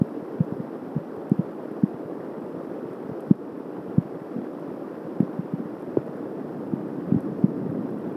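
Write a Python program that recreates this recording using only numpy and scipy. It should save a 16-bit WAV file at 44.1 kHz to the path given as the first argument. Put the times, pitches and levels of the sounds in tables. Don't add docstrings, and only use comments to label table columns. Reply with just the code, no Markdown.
import sys
import numpy as np
from scipy import signal
from scipy.fft import rfft, irfft
from scipy.io import wavfile

SR = 44100
rng = np.random.default_rng(int(sys.argv[2]) if len(sys.argv) > 2 else 0)


def to_wav(s):
    ch = np.atleast_2d(s).T
    pcm = np.round(np.clip(ch, -1, 1) * 32767)
    wavfile.write(sys.argv[1], SR, pcm.astype(np.int16))


N = 359856


def gain_of(db):
    return 10 ** (np.asarray(db) / 20)


def evened(x):
    return x / np.sqrt(np.mean(x ** 2) + 1e-20)


def read(points, hz):
    f, value = np.transpose(points)
    return np.interp(np.log(hz + 1), np.log(f + 1), value)


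def add(mix, s, sound):
    part = mix[max(round(s * SR), 0):][:len(sound)]
    part += sound[:len(part)]


def coloured(x, spectrum):
    hz = np.fft.rfftfreq(N, 1 / SR)
    return evened(irfft(rfft(x) * gain_of(read(spectrum, hz)), N))


def knock(spectrum, stretch=1, ring=1, size=4096):
    hz = abs(np.fft.fftfreq(size, 1 / SR))
    log_gain = np.log(gain_of(ring * read(spectrum, hz / stretch)))
    response = np.fft.ifft(np.exp(np.conj(signal.hilbert(log_gain)))).real
    envelope = abs(signal.hilbert(response))
    return response[:size // 2] / envelope.max()


def drops(per_s, spread_db, largest=4):
    chance = rng.random(N)
    size = rng.exponential(1, N)
    sign = rng.choice([-1, 1], N)
    level = gain_of(spread_db * np.minimum(size, largest))
    return (chance < per_s / SR) * sign * level


def drift(per_s):
    hz = np.fft.rfftfreq(N, 1 / SR)
    lowpass = (hz > 0) / (1 + (hz / per_s) ** 4)
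    return evened(irfft(rfft(rng.standard_normal(N)) * lowpass, N))


# (frequency [Hz], relative level [dB per Hz])
WASH = [(20, -53), (50, -46), (95, -31), (156, -10.5), (290, 1), (500, -5.5), (740, -15), (1170, -19.5),
        (1850, -29), (2080, -35), (3200, -44.5), (4000, -47.5), (5300, -45), (6500, -57.5)]
# (frequency [Hz], relative level [dB per Hz])
PATTER_COLOUR = [(20, -60), (60, -47), (150, -10), (290, 1.5), (480, -4.5), (720, -14), (1250, -23.5),
                 (2100, -40.5), (3500, -45), (6500, -74.5)]


def rain(ring_s=.0035, count=24):
    waver_db = 0.6 * drift(per_s=11)
    far = gain_of(-37.5) * coloured(rng.standard_normal(N), WASH) * gain_of(waver_db)
    near, t = np.zeros(N), np.arange(SR // 30) / SR
    for _ in range(count):
        patch = rng.standard_normal(len(t)) * np.exp(-t / ring_s)
        near += signal.oaconvolve(drops(per_s=18, spread_db=2.5), patch)[:N]
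    return far + gain_of(-38.5) * coloured(near, PATTER_COLOUR)


def sticks(count=20):
    t, out = np.arange(SR // 20) / SR, np.zeros(N)
    for hz in np.geomspace(330, 3000, count):
        cycles = hz * rng.uniform(0.917, 1.04) * t
        envelope = np.exp(-cycles / 2.9) * (1 - np.exp(-cycles / .7))
        note = np.sin(2 * np.pi * cycles) * envelope
        struck = evened(signal.oaconvolve(drops(per_s=20, spread_db=2.0), note)[:N])
        out += gain_of(read(WASH, hz)) * np.sqrt(hz) * struck
    return gain_of(-44.0) * evened(out)


# (frequency [Hz], relative level [dB per Hz])
RUMBLE_COLOUR = [(20, -44), (50, -36), (80, -26), (130, -5.5), (210, 0), (290, 1), (380, -7.5),
                 (600, -20.5), (2000, -78.5)]
IDLE_DB, CREST_S, CREST_DB = -53, 7.6, -29
RISE_DB_PER_S, EBB_DB_PER_S = 9.5, 8


def rumble():
    t = np.arange(N) / SR - CREST_S
    swell_db = CREST_DB + np.minimum(RISE_DB_PER_S * t, -EBB_DB_PER_S * t)
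    level = np.hypot(gain_of(IDLE_DB), gain_of(swell_db))
    return level * coloured(drops(per_s=500, spread_db=2.0), RUMBLE_COLOUR)


# (frequency [Hz], relative level [dB per Hz])
HISS_COLOUR = [(20, -2), (3000, -0.5), (6500, -4.5), (8500, -1.5), (11000, -0.5), (14000, 2.5)]
TICK_TIMES = [1.2967, 3.2066, 5.2066, 7.2066]
# (frequency [Hz], relative level [dB])
TICK_COLOUR = [(500, -20), (6500, -8), (8200, -1), (10300, 1), (11300, 6.5), (12300, -3.5), (14000, -7)]
TICK_START_DB, TICK_STOP_DB, TICK_PULSE_S = -43.5, -39.5, .00056
WHINE_HZ = 11073


def electronics():
    waver_db = .25 * drift(per_s=18)
    hiss = gain_of(-69.5) * coloured(rng.standard_normal(N), HISS_COLOUR) * gain_of(waver_db)
    click = knock(TICK_COLOUR)
    crackle = gain_of(-84.5) * evened(signal.oaconvolve(drops(per_s=25, spread_db=3.5), click)[:N])
    whine_hz = WHINE_HZ + 9 * drift(per_s=21)
    whine = gain_of(-85.0) * np.sqrt(2) * np.sin(2 * np.pi * np.cumsum(whine_hz) / SR)
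    ticks = np.zeros(N)
    for s in TICK_TIMES:
        add(ticks, s, gain_of(TICK_START_DB) * click)
        add(ticks, s + TICK_PULSE_S, -gain_of(TICK_STOP_DB) * click)
    return hiss + crackle + whine + ticks


# (time [s], peak level [dB], pitch [Hz], ring [1 = plain, more = narrower and longer])
THUMPS = [(0.015,-6.5,181,1), (.403,-8.5,162,1.6), (.522,-19,175,1), (.598,-21.5,173,1.5),
          (0.9621,-15,171,1.35), (0.975,-21,150,1.04), (1.3161,-5.5,196,1.2), (1.3893,-11,176,1.75),
          (1.833,-6,197,1.7), (3.0923,-24.5,172,0.92), (3.114,-26,151,1.3), (3.309,-0.5,193,1.4),
          (3.9803,-5,162,1.18), (4.362,-18.5,214,1.24), (4.384,-22,218,1.25), (5.2028,-6.5,202,1.22),
          (5.2252,-16,192,1.7), (5.387,-16.5,177,2), (5.534,-15.5,180,1.7), (5.599,-20,216,1.75),
          (5.9703,-6.5,338,1.5), (5.9735,-21,140,1.7), (6.7345,-12,203,1.14), (7.0727,-24,173,1.3),
          (7.1207,-7.5,185,1.2), (7.1437,-10,223,1.23), (7.160,-13,151,1.23), (7.4386,-4.5,191,1.56),
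          (7.688,-21,147,2)]
# (frequency [Hz], relative level [dB])
HOUSING_RESPONSE = [(20, -37.5), (50, -35), (70, -25), (100, -11), (140, -2.5), (190, 2), (260, -2),
                    (340, -9), (450, -20), (700, -31), (1500, -57), (5000, -70.5)]
HOUSING_HZ = 190
TAPS_PER_S, TAPS_DB, TAPS_SPREAD_DB = 24, -46, 1


def housing(count=4):
    out, light = np.zeros(N), np.zeros(N)
    for s, db, hz, ring in THUMPS:
        add(out, s, gain_of(db) * knock(HOUSING_RESPONSE, hz / HOUSING_HZ, ring))
    for stretch in np.geomspace(.85, 1.25, count):
        tap = knock(HOUSING_RESPONSE, stretch, ring=1.2)
        light += signal.oaconvolve(drops(TAPS_PER_S / count, TAPS_SPREAD_DB), tap)[:N]
    return out + gain_of(TAPS_DB) * evened(light)


# (frequency [Hz], relative level [dB])
SPLAT_RESPONSE = [(100, -34.5), (400, -3), (750, 4.5), (1000, 0.5), (1500, -3.5), (2200, -17.5),
                  (3500, -36.5), (7000, -41.5), (14000, -57.5)]
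SPLAT_HZ = 1000
SPLASH_LAG_S, SPLASH_GROWTH = .0047, 2.5
SPLASH_DB, SPLASH_HZ = -22, 750
SPRAY_DB, SPRAY_HZ = -39, 2000


def splashes():
    out = np.zeros(N)
    smack = gain_of(SPLASH_DB) * knock(SPLAT_RESPONSE, SPLASH_HZ / SPLAT_HZ)
    spray = gain_of(SPRAY_DB) * knock(SPLAT_RESPONSE, SPRAY_HZ / SPLAT_HZ, ring=.7)
    burst = smack + spray
    for s, db, _, _ in THUMPS:
        add(out, s + SPLASH_LAG_S, gain_of(SPLASH_GROWTH * db) * burst)
    return out


# (time [s], peak level [dB], nominal pitch [Hz])
SPLATS = [(.3098, -29, 646), (.9222, -33, 680), (2.3431, -25, 640), (2.6522, -29, 700), (3.3368, -44, 2000),
          (5.204, -34, 1600), (5.2786, -27, 653), (5.9708, -23, 730), (6.081, -24, 670), (7.868, -29, 650)]
STRAYS_PER_S, STRAY_DB, STRAY_DB_PER_OCTAVE = 6.5, -37, -9
STRAY_LOW_HZ, STRAY_HIGH_HZ = 625, 2800


def splats(count=6):
    out = np.zeros(N)
    for s, db, hz in SPLATS:
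        add(out, s, gain_of(db) * knock(SPLAT_RESPONSE, hz / SPLAT_HZ))
    for hz in np.geomspace(STRAY_LOW_HZ, STRAY_HIGH_HZ, count):
        stray_db = STRAY_DB + STRAY_DB_PER_OCTAVE * np.log2(hz / STRAY_LOW_HZ)
        smack = gain_of(stray_db) * knock(SPLAT_RESPONSE, hz / SPLAT_HZ)
        out += signal.oaconvolve(drops(STRAYS_PER_S / count, spread_db=0.4), smack)[:N]
    return out


def scene():
    mix = rain() + sticks() + rumble() + electronics() + housing() + splashes() + splats()
    return mix[None]


EDGE_HZ = 14130


def record(dry, threshold_db=-5.5, recovery_s=0.2, attack_s=0.0051):
    over_db = np.maximum(20 * np.log10(abs(dry[0]) + 1e-9) - threshold_db, 0)
    fade = np.arange(N) / SR / recovery_s
    held_db = np.exp(np.maximum.accumulate(np.log(over_db + 1e-9) + fade) - fade)
    lag = np.exp(-1 / (attack_s * SR))
    cut_db = signal.lfilter([1 - lag], [1, -lag], held_db)
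    ducked = dry / gain_of(cut_db)
    edge = signal.firwin(1023, EDGE_HZ, window=("kaiser", 9), fs=SR)
    return signal.oaconvolve(ducked, edge[None], "same")


dry = scene()
out = record(dry)
to_wav(out)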